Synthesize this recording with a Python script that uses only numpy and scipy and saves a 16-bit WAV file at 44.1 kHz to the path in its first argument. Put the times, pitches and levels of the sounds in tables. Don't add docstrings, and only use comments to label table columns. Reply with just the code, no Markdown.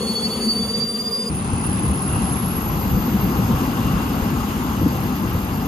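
import sys
import numpy as np
from scipy import signal
from scipy.io import wavfile
from scipy.ndimage import uniform_filter1d, minimum_filter1d

SR = 44100
rng = np.random.default_rng(int(sys.argv[2]) if len(sys.argv) > 2 else 0)


def amplitude_ratio(level_db):
    exponent = np.asarray(level_db, float) / 20
    return 10 ** exponent


def unload_wav(signal):
    wavfile.write(
        sys.argv[1],
        SR,
        np.round(np.clip(np.atleast_2d(signal).T, -1, 1) * 32767).astype(np.int16),
    )


N = 250046
T = np.arange(N) / SR
MOVE_S = 1.296

# pitch in Hz, strength in dB per Hz, left-right likeness from 0 to 1, left lead in radians,
# left-right difference in dB.
HISS_BESIDE = [(1500, -77.5, 0.23, -2, 2), (2000, -75, 0.58, -1.1, 3.2), (2420, -77.5, 0.12, 0.5, 2),
               (2840, -74.5, 0.63, 0.5, 0), (3520, -78.5, 0.21, 1.66, 3), (4920, -76.5, 0.3, 0.79, 0),
               (5710, -88, 0.16, 8.5, -0.4), (6640, -73.5, 0.73, 5, 0.5), (7700, -89, 0.34, 8, -1),
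               (8100, -78.5, 0.95, 10, 0.5), (9680, -80, 0.59, 9.5, 0.8), (11030, -83, 0.83, 7.5, -3),
               (12400, -86, 0.82, 8, -2), (13000, -94, 0.95, 7, 1)]
ROAR_BEHIND = [(25.2, -101, 0.65, 0.1, -7), (57, -41, 1, 0.18, 1), (119, -44.5, 0.89, 0.16, 1),
               (214.76, -44, 1, 0.28, 2.5), (333, -52.5, 0.99, 0.23, 2), (476, -59.5, 1, 0.85, 1.5),
               (586, -63.5, 0.78, 1.2, 6.5), (723, -63, 0.52, 0.7, 8.5), (778, -58, 0.99, 0.72, 5.5),
               (996, -62.5, 0.99, 1.45, 8.5), (1040, -58, 0.32, 1.75, 9), (1364, -64.5, 0.48, 0.92, 6),
               (1560, -66.5, 0.16, 2.74, 0.5), (1790, -71, 0.1, 1.6, 6.5)]
HISS_BEHIND = [(1816, -69.5, 0.43, 3.1, 2.5), (2330, -76, 0.068, 5.85, -3.5), (2550, -73.5, 0.13, 6.6, -2),
               (3550, -77, 0.18, 8.5, 0.5), (4000, -80.5, 0.37, 6.1, -2.5), (4940, -79, 0.6, 7.1, 6.5),
               (5820, -83, 0.16, 3.1, -6), (5920, -83.5, 0.29, 4.3, 10), (6620, -79.5, 0.35, 5.7, -1.5),
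               (7580, -83, 0.59, 3.2, 4), (8540, -79.5, 0.9, 3.33, -3), (9360, -81.5, 0.84, 2.43, -1),
               (11540, -85, 0.66, 1.36, -0.1), (13020, -85, 0.9, 0.62, -0.5)]
# time in seconds, slower engine in Hz, faster engine in Hz.
SPOOL_BEHIND = [(1.3, 4745, 4767), (1.45, 4816, 4860), (1.85, 5115, 5160), (2.05, 5260, 5364),
                (2.45, 5590, 5700), (2.85, 5875, 6075), (3.25, 6145, 6346), (3.55, 6320, 6500),
                (3.85, 6451, 6610), (4.05, 6510, 6655), (4.25, 6545, 6673), (4.55, 6523, 6624),
                (4.85, 6444, 6503), (5.05, 6408, 6433), (5.67, 6305, 6325)]
# time in seconds, level in dB.
THRUST = [(1.3, -4), (1.6, -1.5), (2.05, -1.5), (2.15, 0), (2.45, -0.9), (2.95, -0.5), (3.6, 1), (4.4, 0),
          (5.67, -1.65)]
# centre in seconds, rise in dB, length in seconds.
GUSTS = [(1.36, 0, 0.11), (1.52, 0.5, .1), (1.68, 2, 0.05), (1.9, 5, 0.16), (2.12, 5, 0.098),
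         (2.55, 0.5, .2), (2.95, 7, 0.12), (3.23, 5, 0.11), (3.42, 6.5, 0.096), (3.55, 5, 0.12),
         (3.96, 4, 0.078), (4.25, -0.5, .15), (4.42, 3.5, 0.081), (4.84, 7.5, .1), (4.99, 5, .06),
         (5.32, 3, .16)]
HISS_BEHIND_DB = -40


def evened(x):
    return x / np.sqrt(np.mean(abs(x) ** 2) + 1e-20)


def curve(rows, at=T):
    first, *columns = np.transpose(rows)
    return [np.interp(at, first, c) for c in columns]


def swells(rows):
    return sum(db * np.exp(-(2 * (T - s) / length) ** 2) for s, db, length in rows)


def rush(field, lo_hz, hi_hz, size, patchy_db, end_hz, top_hz=None):
    hop = size // 4
    frames, hz = N // hop + 5, np.fft.rfftfreq(size, 1 / SR)
    a, b, c, d, patches = rng.standard_normal((frames, len(hz), 5)).T
    patches = uniform_filter1d(patches, size=8, axis=0)
    patches = evened(uniform_filter1d(patches, size=10, axis=1))

    first, *columns = np.transpose(field)
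    db, alike, lead, balance_db = (np.interp(np.log(hz + 1), np.log(first), c)[:, None] for c in columns)
    alike = np.clip(alike, 0, 1)
    left = a + 1j * b
    right = alike * left + np.sqrt(1 - alike ** 2) * (c + 1j * d)
    z = np.array([left * np.exp(1j * lead) * amplitude_ratio(balance_db / 2), right * amplitude_ratio(-balance_db / 2)])
    z *= amplitude_ratio(db + patchy_db * patches) * ((hz >= first[0]) & (hz < end_hz))[:, None]
    if top_hz is not None:
        z *= hz[:, None] < np.interp(np.arange(frames) * hop, np.arange(N), top_hz)

    inside = ((hz >= lo_hz) & (hz < hi_hz))[:, None]
    x, band = (signal.istft(v, nperseg=size, noverlap=size - hop)[1][..., :N] for v in (z, z.mean(0) * inside))
    return x / np.sqrt(np.mean(band ** 2))


def flutter(width_hz):
    z = rng.standard_normal((2, N)) + 1j * rng.standard_normal((2, N))
    bell = np.exp(-(np.fft.fftfreq(N, 1 / SR) / width_hz) ** 2)
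    return evened(np.fft.ifft(z * bell))


def tone(hz, db, field, width_hz, steady, alike=0.83, beat=1):
    _, _, lead, balance_db = curve(field, hz)
    steady, alike = np.clip([steady, alike], 0, 1)
    a, b = flutter(width_hz)
    scattered = np.array([a, alike * a + np.sqrt(1 - alike ** 2) * b])
    z = beat * (np.sqrt(steady) + np.sqrt(1 - steady) * scattered)
    z[0] *= np.exp(1j * lead)
    carrier = np.exp(2j * np.pi * (np.cumsum(hz) / SR + rng.random()))
    return np.sqrt(2) * (z * carrier).real * amplitude_ratio(db + np.array([balance_db, -balance_db]) / 2)


def roar_beside():
    # pitch in Hz, strength in dB per Hz, likeness from 0 to 1, left lead in radians,
    # left-right difference in dB.
    roar_field = [(25, -95, 0.89, -0.1, 2.0), (60.6, -57, 0.98, -0.015, 0), (130, -59.5, 1, -0.17, 2.5),
                  (172, -57, 1, -0.0, 0.5), (223, -44.5, 1, 0.031, 2.7), (324, -66.5, 0.96, 0.08, -1),
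                  (383, -55.5, 1, -0.0004, 3.5), (460, -53.5, 0.88, -0.065, 1.5),
                  (588, -67.5, 0.96, 0.68, 2), (760, -66.5, 0.84, -0.15, 3.5), (836, -71.5, 1, -0.019, 6),
                  (1040, -67.5, 0.74, 0.064, -1.5), (1300, -71, 0.93, 0.47, 9),
                  (1500, -78.5, 0.24, -0.24, -5)]
    # time in seconds, level in dB.
    nearness = [(0, 0.5), (.44, 0), (.5, -1.5), (.83, -1), (.86, -4.5), (1.3, -3.5)]
    near_db, = curve(nearness)
    roar = amplitude_ratio(-24.5 + near_db) * rush(roar_field, 60, 1500, size=4096, patchy_db=2.0, end_hz=1564)
    little_bass = signal.butter(3, 72, "high", fs=SR, output="sos")
    roar = signal.sosfilt(little_bass, roar)
    hiss_db = -45.5 + .95 * near_db
    hiss = amplitude_ratio(hiss_db) * rush(HISS_BESIDE, 5200, 8000, size=512, patchy_db=1.5, end_hz=13700)
    return roar + hiss


def throbbing(throbs):
    start, top_db, dip_db = np.transpose(throbs)
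    place = np.interp(T, start, np.arange(len(start)))
    top = amplitude_ratio(top_db)[place.astype(int)]
    dip = amplitude_ratio(np.interp(T, start, dip_db))
    return top * np.sin(np.pi * place) + 1j * dip * np.cos(np.pi * place)


def whine_beside():
    # time in seconds, near engine in Hz, far engine in Hz.
    spool = [(0, 4412, 3365), (.33, 4515, 3416), (.69, 4632, 3476), (.97, 4723, 3524), (1.3, 4830, 3590)]
    # start in seconds, top in dB, dip in dB.
    near_throbs = [(0, -29, -38), (.055, -25, -35), (.141, -22, -38), (.212, -22, -32), (.286, -28, -57),
                   (.358, -30, -27), (.395, -25.5, -44), (.47, -16.5, -27), (.545, -21, -33),
                   (.61, -22.5, -31), (.671, -24, -41), (0.728, -21, -35), (0.791, -18, -31),
                   (.858, -22, -29), (.926, -22.5, -31), (.98, -23.5, -39), (1.033, -22.5, -35),
                   (1.106, -19, -41), (1.177, -25, -29), (1.251, -27, -36), (1.3, -36, -45)]
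    far_throbs = [(0, -41, -46), (.095, -39, -54), (.27, -43, -62), (.42, -54, -62), (.56, -41, -62),
                  (.71, -47, -62), (.87, -48, -55), (1.02, -47, -55), (1.15, -48, -56), (1.3, -60, -60)]
    # engine (0 near, 1 far), multiple of the blade rate, first level in dB, last level in dB,
    # width in Hz, steady share from 0 to 1.
    overtones = [
        (0, 2, -34.5, -33, 12.5, 0.1),
        (0, 2.5, -58, -62, 12, .6),
        (0, 3, -50, -51.5, 16, 0.76),
        (1, 2, -47.5, -54, 78, 0.2),
        (1, 3, -36, -43, 25, 0.75),
        (1, 3.5, -63, -64, 20, .4),
        (1, 4, -51, -63, 20, 0.3),
    ]
    engines = curve(spool)
    out = tone(engines[0], -1.2, HISS_BESIDE, width_hz=31.0, steady=0.84, alike=.1, beat=throbbing(near_throbs))
    out += tone(engines[1], 1, HISS_BESIDE, width_hz=14, steady=.93, alike=.1, beat=throbbing(far_throbs))
    for engine, multiple, first_db, last_db, width_hz, steady in overtones:
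        db = np.interp(T, [0, MOVE_S], [first_db, last_db])
        out += tone(multiple * engines[round(engine)], db, HISS_BESIDE, width_hz, steady)
    return out


def ceiling(whine_hz):
    # start in seconds, top in Hz, length in seconds.
    splashes = [
        (1.34, 15500, 0.031),
        (1.513, 11100, 0.043),
        (1.72, 11300, .045),
        (1.748, 13800, 0.0095),
        (2.2, 11900, .045),
        (3.43, 13900, 0.048),
    ]
    block = np.arange(N) // 1800
    top_hz = whine_hz + 200 + 130 * rng.exponential(1, block[-1] + 1)[block]
    for s, hz, length in splashes:
        top_hz[round(s * SR):][:round(length * SR)] = hz
    return top_hz


def exhaust_behind():
    (thrust_db,), gust_db = curve(THRUST), swells(GUSTS)
    _, fast_hz = curve(SPOOL_BEHIND)
    rumble_db = -26.5 + 0.26 * thrust_db + gust_db
    roar_db = -24 + 1.42 * thrust_db + 0.064 * gust_db
    hiss_db = HISS_BEHIND_DB + thrust_db
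    out = amplitude_ratio(rumble_db) * rush(ROAR_BEHIND[:4], 30, 160, size=2048, patchy_db=1.5, end_hz=214.9)
    out += amplitude_ratio(roar_db) * rush(ROAR_BEHIND[3:], 160, 1700, size=1024, patchy_db=1.0, end_hz=1808)
    out += amplitude_ratio(hiss_db) * rush(HISS_BEHIND, 1500, 8800, size=512, patchy_db=1.49, end_hz=15600,
                               top_hz=ceiling(2 * fast_hz))
    return out


def drone_and_buffet():
    (thrust_db,), gust_db = curve(THRUST), swells(GUSTS)
    slow_hz, _ = curve(SPOOL_BEHIND)
    drone_hz = 119.7 + .065 * (slow_hz - slow_hz[0])
    out = tone(drone_hz, -32 + thrust_db, ROAR_BEHIND, width_hz=53, steady=0, alike=.95)
    out += tone(52.1 + 0 * T, -47 + 2.6 * gust_db, ROAR_BEHIND, width_hz=16, steady=0, alike=0.99)
    return out


def tailpipes():
    # pipe resonance (0 lower, 1 upper), centre in seconds, rise in dB, length in seconds.
    howls = [
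        (0, 1.86, 14, 0.67),
        (1, 1.7, 3.5, 0.27),
        (1, 2.17, 9, .2),
        (1, 3.1, 0.5, .5),
        (1, 3.96, 6, 0.55),
    ]
    hiss_db = HISS_BEHIND_DB + curve(THRUST)[0]
    lower_db, upper_db = (swells(row[1:] for row in howls if round(row[0]) == pipe) for pipe in range(2))
    upper_hz = np.interp(T, [MOVE_S, 2.75], [2653, 2780])
    out = tone(2056 + 0 * T, hiss_db - 21 + lower_db, HISS_BEHIND, width_hz=60, steady=0, alike=0.57)
    out += tone(upper_hz, hiss_db - 9.5 + upper_db, HISS_BEHIND, width_hz=160, steady=0, alike=.8)
    return out


def puffs():
    # start in seconds, peak in dB, pitch in Hz.
    slaps = [(1.529, -5, 94), (1.6884, -8, 94), (2.922, -8, 102), (2.969, -2, 208), (3.078, -3, 230),
             (3.142, -2, 202), (3.387, -4.5, 187), (3.497, -2, 215), (3.961, -5.5, 193), (4.327, -8, 143),
             (4.812, -6.5, 305), (4.858, 1, 275), (5.241, -7, 227), (5.347, -1.5, 98), (4.826, -5, 68),
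             (2.94, -5, 70), (3.535, -4, 63), (5.283, -8.5, 80), (4.22, -6.5, 90), (1.895, -8, 80)]
    out, t = np.zeros((2, N)), np.arange(2000) / SR
    chance = rng.random((len(slaps), 2))
    for (s, db, hz), (phase, side) in zip(slaps, chance):
        shape = (t / 0.0069) * np.exp(1 - t / 0.0054)
        slap = amplitude_ratio(db - 6.5) * shape * np.sin(2 * np.pi * (hz * t + phase))
        slap += amplitude_ratio(db - 18.5) * shape ** 2 * np.sin(2 * np.pi * (480 * t + side))
        out[:, round(s * SR):][:, :len(t)] += slap * amplitude_ratio(np.array([[3.], [-3.]]) * side)
    return out


def whine_behind():
    # blade rate in Hz, level in dB.
    whine_colour = [(4750, -37.5), (5150, -34.5), (5450, -34), (5900, -38.5), (6300, -43), (6500, -46),
                    (6670, -49.5)]
    slow_hz, fast_hz = curve(SPOOL_BEHIND)
    recede_db = -2 * np.maximum(T - 4.3, 0)
    out = np.zeros((2, N))
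    for hz, engine_db in (slow_hz, 0), (fast_hz, -1.5):
        db = curve(whine_colour, hz)[0] + engine_db + recede_db
        blade_db = np.interp(hz, [5000, 6200], [-70, -57])
        triple_db = -67 - 60 * (hz > 5230)
        out += tone(2 * hz, db + 1, HISS_BEHIND, width_hz=70, steady=.02, alike=.98)
        out += tone(2 * hz - 60, db - 3, HISS_BEHIND, width_hz=190, steady=.02, alike=.97)
        out += tone(hz, blade_db, HISS_BEHIND, width_hz=22, steady=.02, alike=.6)
        out += tone(3 * hz, triple_db, HISS_BEHIND, width_hz=100, steady=.02, alike=.97)
    return out


def scene():
    beside = roar_beside() + whine_beside()
    behind = exhaust_behind() + drone_and_buffet() + tailpipes() + puffs() + whine_behind()
    moved = np.clip((T - MOVE_S) / 0.0047 + .5, 0, 1)
    return (1 - moved) * beside + moved * behind


def starve(dry, from_hz, floor_db, mask_db, side_db, high_side_db):
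    hz, _, z = signal.stft([dry[0] + dry[1], dry[0] - dry[1]], SR, nperseg=2048)
    hz, bands = hz[:1024:8, None], z[:, :1024].reshape(2, 128, 8, -1)
    power_db = 10 * np.log10((abs(bands) ** 2).mean(2) / 4 + 1e-20)
    loud_near_db = -minimum_filter1d(-power_db.max(0), size=11, axis=0)
    opposed = (hz > 8250) & (hz < 8950)
    mid_floor_db = np.maximum(floor_db + 12.5 * opposed, loud_near_db - mask_db - 60 * (hz < 8250))
    side_floor_db = floor_db + np.where(hz < 11850, side_db, high_side_db)
    keep = np.array([power_db[0] > mid_floor_db, power_db[1] > side_floor_db]) | (hz < from_hz)
    z = np.concatenate([(bands * keep[:, :, None]).reshape(2, 1024, -1), z[:, 1024:]], 1)
    mid, side = signal.istft(z, nperseg=2048)[1][:, :N]
    return np.array([mid + side, mid - side]) / 2


def roll_off(x):
    return signal.sosfilt(signal.butter(12, 15710, fs=SR, output="sos"), x)


def record(dry):
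    bass_cut = signal.butter(2, 28, "high", fs=SR, output="sos")
    dry = signal.sosfilt(bass_cut, dry)
    dry = .62 * np.tanh(dry / .62)
    thinned = starve(dry, from_hz=5000, floor_db=-79, mask_db=25, side_db=-3, high_side_db=12)
    return roll_off(thinned)


dry = scene()
out = record(dry)
unload_wav(out)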